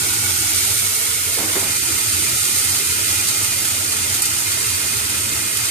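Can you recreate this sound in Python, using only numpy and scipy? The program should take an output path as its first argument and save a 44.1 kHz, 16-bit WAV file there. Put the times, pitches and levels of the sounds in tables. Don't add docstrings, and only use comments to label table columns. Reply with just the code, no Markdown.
import sys
import numpy as np
from scipy import signal
from scipy.io import wavfile
from scipy.ndimage import uniform_filter1d

SR = 44100
rng = np.random.default_rng(int(sys.argv[2]) if len(sys.argv) > 2 else 0)


def to_linear_factor(level_db):
    exponent = np.asarray(level_db, float) / 20
    return 10 ** exponent


def dump(signal):
    limited = np.clip(np.atleast_2d(signal).T, -1, 1)
    pcm = np.round(limited * 32767).astype(np.int16)
    wavfile.write(sys.argv[1], SR, pcm)


N = 251772
FRAME, HOP = 4096, 1024

LIFT_S, LIFT_TAKES_S, LOWER_S, LOWER_TAKES_S = 0.5, 0.3, 1.3, 0.51
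SEAT_S, SEAT_TAKES_S = 1.35, 0.32

# (time [s], level [dB])
FRY = [(0.0, -22.5), (0.25, -22.5), (0.62, -21), (1.0, -23), (1.35, -24), (1.9, -22.5), (2.5, -21.5),
       (2.9, -22.5), (3.3, -22), (3.7, -23.5), (4.2, -23.5), (4.65, -23), (4.9, -24), (5.71, -24)]
# (frequency [Hz], density [dB per Hz])
HISS = [(150, -38), (450, -17.5), (560, -7), (1000, -6.5), (1200, -3.5), (1600, -3), (2000, 0), (3000, 1.5),
        (5000, 1.25), (7000, -0.42), (10000, 0.33), (14400, -0.3)]
# (frequency [Hz], width [Hz], level [dB])
POT_SHUT = [(961, 10, 12), (836, 55, 4), (1283, 82, 7), (1407, 107, 7.5), (1939, 35, 4), (2114, 45, 8),
            (2240, 79, -3), (2438, 30, 10), (3400, 130, -2), (4600, 83, 4), (5490, 420, -1)]
# (frequency [Hz], width [Hz], level [dB])
POT_OPEN = [(978, 47, 9.5), (1007, 60, -7.5), (1373, 186, 6), (1462, 34, 5.5), (1700, 36, -1.5),
            (2216, 62, 8.5), (2470, 100, -0.9), (2680, 180, 0.1), (2850, 120, -1), (4000, 390, 0.5)]
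# (frequency [Hz], width [Hz], level [dB])
POT_RESTING = [(592, 200, -2.5), (826, 40, 9), (1452, 40, 9), (1800, 77, -1), (3660, 250, -2)]
# (frequency [Hz], width [Hz], level [dB])
POT_FRESH = [(710, 280, -1.23), (1057, 69, -2.5), (1620, 150, -1), (2384, 38, 6), (2770, 400, -0.5)]
# (frequency [Hz], width [Hz], level [dB])
POT_STEAMED = [(790, 55, -3), (1604, 160, 2.2), (1893, 18, 3.5), (2100, 25, 2.5), (2545, 40, 5),
               (2280, 120, -1.5)]


def sizzle():
    starts = (rng.random(N) < 70 / SR) * np.minimum(rng.exponential(1, N), 2.6)
    clumps = evened(signal.lfilter([1], [1, -np.exp(-1 / (0.01 * SR))], starts))
    flutter_db = 0.75 * clumps + 0.4 * wander(0.0026)
    burst_sizes_db = 1.1 * np.minimum(rng.exponential(1, (2, N)), 4)
    bursts = to_linear_factor(burst_sizes_db) * rng.standard_normal((2, N))
    hz, t, z = paired(evened(bursts * to_linear_factor(flutter_db)))

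    ajar = 0.9 * (1 - ramp(t, SEAT_S, SEAT_TAKES_S))
    sag = 1 + 0.033 * (ramp(t, 0.4, 0.68) - 0.5)
    resting = 1 - ramp(t, LIFT_S - LIFT_TAKES_S / 2, LIFT_TAKES_S)
    fresh = ramp(t, SEAT_S, SEAT_TAKES_S) - ramp(t, 2.3, 0.81)
    steamed = ramp(t, 4, 0.8)
    pot_db = (1 - ajar) * bumps_db(POT_SHUT, hz) + ajar * bumps_db(POT_OPEN, hz * sag)
    pot_db += resting * bumps_db(POT_RESTING, hz)
    pot_db += fresh * bumps_db(POT_FRESH, hz)
    pot_db += steamed * bumps_db(POT_STEAMED, hz)

    top = 1 / (1 + (9800 / (hz + 1)) ** 12)
    body = 1 / (1 + (hz / 3000) ** 8)
    spray = 1 / (1 + ((hz - 5800) / 1900) ** 4)
    body_follows, spray_follows = 0.43, 1.1
    freed_db, fade_db_per_s = 1.5, 0.14
    fizz_db = freed_db * raised(t) - fade_db_per_s * t
    swell_db = top * (fizz_db - fizz_db.mean())
    swell_db += body * (body_follows - 1) * vigour_db(t)
    swell_db += spray * (spray_follows - 1) * vigour_db(t)

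    patches = rng.standard_normal(z.shape[1:])
    patches = evened(uniform_filter1d(uniform_filter1d(patches, size=40, axis=0), size=2, axis=1))
    z *= to_linear_factor(read(HISS, hz) + pot_db + swell_db + 0.45 * patches + 4.5)
    return sound(z) * to_linear_factor(follow(FRY, np.arange(N) / SR))


# (time [s], peak [dB], left over right [dB], length [s], crack [0-1])
SPITS = [(0.325, -19, -2, 0.012, 0.2), (0.56, -13.5, -16, 0.013, 0.3), (0.945, -5.5, 3, 0.015, 0),
         (2.585, -10, -11, 0.022, 0), (2.85, -16, 4, 0.01, 0.2), (3.6825, -8.5, -8, 0.012, 0.15),
         (4.144, -4.5, -6, 0.0099, 0), (4.2193, -2, -3, 0.015, 0.2), (4.226, -15, -1, 0.0087, 0.05),
         (4.255, -3, 5, 0.015, 0.05), (5.571, -5, -7, 0.0081, 0.13)]
# (time [s], peak [dB])
CRACKS = [
    (4.2222, 1.5),
    (4.2583, -4),
]


def spits():
    t, envelope = np.arange(N) / SR, np.zeros((2, N))
    for s, db, pan_db, length, crack in SPITS:
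        u = np.maximum(t - s, 0)
        burst = np.exp(-u / length) + 4 * crack * np.exp(-u / 0.0022)
        port_db = np.array([[pan_db / 2], [-0.5 - pan_db / 2]])
        envelope += to_linear_factor(db - 12.5 + port_db) * (t > s) * burst
    spray = envelope * rng.standard_normal((2, N))
    for s, db in CRACKS:
        snap = np.cos(2 * np.pi * 9500 * (t - s)) * np.exp(-((t - s) / 0.00007) ** 2)
        spray -= to_linear_factor(db + np.array([[0], [-10]])) * snap
    return signal.sosfilt(signal.butter(2, 3500, "high", fs=SR, output="sos"), spray)


# (frequency [Hz], density [dB per Hz])
SCRAPE_TONE = [(88, -43), (150, -24), (188, -6), (230, -12.5), (318, -5), (394, -10.5), (441, -9.5),
               (900, -10), (1450, -13), (1680, -11.5), (2200, -14.5), (2860, -41), (4840, -120)]
# (time [s], length [s], level [dB])
STROKES = [
    (1.368, 0.087, -25.5),
    (1.454, 0.11, -29.5),
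    (1.554, .07, -27.5),
    (1.617, 0.087, -30),
    (1.816, 0.14, -39),
]
# (time [s], peak [dB], ring [Hz], decay time t60 [s])
BUMPS = [
    (1.374, -15.5, 448, 0.09),
    (1.396, -18, 370, 0.076),
    (1.436, -19.5, 321, 0.42),
    (1.510, -25, 325, 0.07),
    (1.563, -12, 392, 0.14),
    (1.609, -19.5, 382, 0.14),
    (1.827, -25, 286, 0.22),
    (1.887, -22.5, 331, 0.26),
]
# (time [s], peak [dB], ring [Hz], decay time t60 [s])
PINGS = [
    (3.043, -21, 4560, 0.045),
    (4.741, -13, 4600, 0.08),
]


def lid_on_rim():
    t = np.arange(N) / SR
    catches = (rng.random(N) < 90 / SR) * rng.exponential(1, N)
    slips = 1.8 + evened(signal.lfilter([1], [1, -np.exp(-1 / (0.008 * SR))], catches))
    hz, _, z = paired(rng.standard_normal((2, N)) * slips)
    drag = sound(z * to_linear_factor(read(SCRAPE_TONE, hz) - 40 * (hz > 2600)))
    grip_s, slacken_db_per_s, let_go_s = 0.013, 26, 0.014
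    push = np.zeros(N)
    for s, length, db in STROKES:
        held = ramp(t, s, grip_s) * (1 - ramp(t, s + length, let_go_s))
        push += held * to_linear_factor(db - slacken_db_per_s * abs(t - s))
    out = evened(drag) * push
    for s, db, ring_hz, t60 in BUMPS + PINGS:
        u = np.maximum(t - s, 0)
        ring = np.sin(2 * np.pi * ring_hz * u) * np.minimum(u / 0.0018, 1)
        out += to_linear_factor(db - 7.5 - 60 * u / t60) * ring
    return out


# (frequency [Hz], density [dB per Hz])
ROAR = [(25, -27), (50, -18), (65, -14.5), (88, 2), (118, -2), (135, -11), (170, -14), (200, -9.5),
        (270, -12.5), (325, -6.5), (355, -11.5), (392, -9.5), (450, -12), (520, -21.5)]
# (frequency [Hz], width [Hz], level [dB])
UNDER_LID = [(455.4, 60, 6.5), (324, 53, -5), (222, 85, -1)]


def burner():
    hz, t, z = paired(rng.standard_normal((2, N)) * to_linear_factor(0.36 * wander(0.04)))
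    lid = raised(t) - 0.57 * (1 - ramp(t, LIFT_S, LIFT_TAKES_S))
    tone_db = read(ROAR, hz) + lid * bumps_db(UNDER_LID, hz)
    fade_db = 0.2 * t * (hz > 140)
    roar = evened(sound(z * to_linear_factor(tone_db - fade_db - 45 * (hz > 700))))
    t = np.arange(N) / SR
    level_db, shaded_db, lumps_db = -33, -2, 0.6
    return roar * to_linear_factor(level_db + shaded_db * raised(t) + lumps_db * wander(0.15))


def ramp(t, start, takes):
    return np.clip((t - start) / takes, 0, 1)


def raised(t):
    return ramp(t, LIFT_S, LIFT_TAKES_S) - ramp(t, LOWER_S, LOWER_TAKES_S)


def vigour_db(t):
    return follow(FRY, t) - np.mean(follow(FRY, t))


def evened(x):
    return x / np.sqrt(np.mean(abs(x) ** 2) + 1e-20)


def read(points, hz, column=1):
    table = np.transpose(points)
    return np.interp(np.log(hz + 1), np.log(table[0] + 1), table[column])


def follow(rows, t, column=1):
    table = np.transpose(rows)
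    return np.interp(t, table[0], table[column])


def bumps_db(modes, hz):
    return sum(db / (1 + (2 * (hz - f) / width) ** 2) for f, width, db in modes)


def wander(span_s, size=N):
    span = max(int(span_s * SR), 2)
    return evened(uniform_filter1d(uniform_filter1d(rng.standard_normal(size), span), span))


# (frequency [Hz], likeness [0-1], lead of the right port [rad])
PAIR = [(30, .55, 0), (70, .97, 0), (160, .88, 0), (330, .77, 0), (600, .68, -.2), (1000, .4, -.6),
        (1300, .35, -3), (1900, .55, -5.2), (2400, .6, -6.9), (3000, .2, -6.4), (5500, .38, -9),
        (6200, .05, -8.4), (7700, .27, -7.4), (8700, .28, -7.8), (9500, .16, -9.5), (14000, .08, -9.4)]


def paired(drive):
    hz, t, z = signal.stft(drive, SR, nperseg=FRAME, noverlap=FRAME - HOP)
    like = read(PAIR, hz)[:, None]
    lead = np.exp(1j * read(PAIR, hz, column=2))[:, None]
    right = like * lead * z[0] + np.sqrt(1 - like ** 2) * z[1]
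    return hz[:, None], t, np.array([z[0], right])


def sound(z):
    return signal.istft(z, SR, nperseg=FRAME, noverlap=FRAME - HOP)[1][:, :N]


def scene():
    return sizzle() + spits() + lid_on_rim() + burner()


HUSH_S = 0.0099
# (frequency [Hz], level [dB])
COARSE = [(100, -12), (330, -4), (480, 1.4), (800, 1.2), (1100, .8), (1600, 1.5), (3500, 6.6), (4600, 3.8),
          (5500, 3.8), (7500, -.5), (9000, -5), (14000, -5)]


def coarse_rounding(x, size=1024, order=704):
    grid = 16
    n, k = np.arange(2 * size) + 0.5, np.arange(order) + 0.5
    line_hz = k * SR / (2 * size)
    window = np.sin(np.pi * n / (2 * size))
    basis = window * np.cos(np.pi / size * np.outer(k, n + size / 2)) * np.sqrt(2 / size)
    count = N // size + 2
    padded = np.pad(x, ((0, 0), (size - grid, count * size - N + grid))).reshape(2, -1, size)
    lines = np.concatenate([padded[:, :-1], padded[:, 1:]], axis=2) @ basis.T

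    groups = rng.standard_normal((count, order // 4))
    jumps = 0.35 * rng.standard_normal((count, 1)) + np.repeat(groups, 4, axis=1)
    loud = np.sqrt(np.sum(lines ** 2, axis=2, keepdims=True) / size) + 1e-9
    block_s = np.arange(count) * size / SR
    thrift_db = 0.4 + 0.4 * vigour_db(block_s)[:, None]
    near_crack = abs(block_s + grid / SR - CRACKS[0][0] - HUSH_S) < 0.024
    thrift_db = thrift_db + 3 * np.outer(near_crack, line_hz < 1200)
    step = loud * to_linear_factor(read(COARSE, line_hz) + thrift_db + 1.3 * jumps)

    blocks = (np.sign(lines) * np.floor(abs(lines) / step + 0.4) * step) @ basis
    joined = np.pad(blocks[..., :size], ((0, 0), (0, 1), (0, 0)))
    joined += np.pad(blocks[..., size:], ((0, 0), (1, 0), (0, 0)))
    return joined.reshape(2, -1)[:, size - grid:size - grid + N]


def roll_off(x):
    return signal.sosfilt(signal.butter(12, 15100, fs=SR, output="sos"), x)


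LEFT_PORT = -3.5, [(6910, 2000, 10.5), (5300, 900, 2.5), (59.4, 270, 1.04), (1274, 900, -1.32),
             (592, 300, 1.5)]
RIGHT_PORT = -0.03, [(8786, 1260, 8.5), (8810, 170, 1.5), (10070, 6000, 3), (6940, 1200, -2.5)]


def record(dry):
    hz, t, z = signal.stft(dry, SR, nperseg=FRAME, noverlap=FRAME - HOP)
    port_db = [db + bumps_db(modes, hz) for db, modes in (LEFT_PORT, RIGHT_PORT)]
    z = z * to_linear_factor(port_db)[:, :, None]
    ahead = CRACKS[0][0] - np.arange(N) / SR
    hush_db = -3 * (ahead > 0.0005) * ramp(-ahead, -2 * HUSH_S, HUSH_S)
    heard = sound(z) * to_linear_factor(hush_db)
    heard = coarse_rounding(heard / (1 + (heard / 1.4) ** 4) ** (1 / 4))
    band_limit = signal.firwin(901, 14490, window=("kaiser", 8), fs=SR)
    mix = signal.oaconvolve(heard, band_limit[None], "same", axes=1)
    return roll_off(mix)


dry = scene()
out = record(dry)
dump(out)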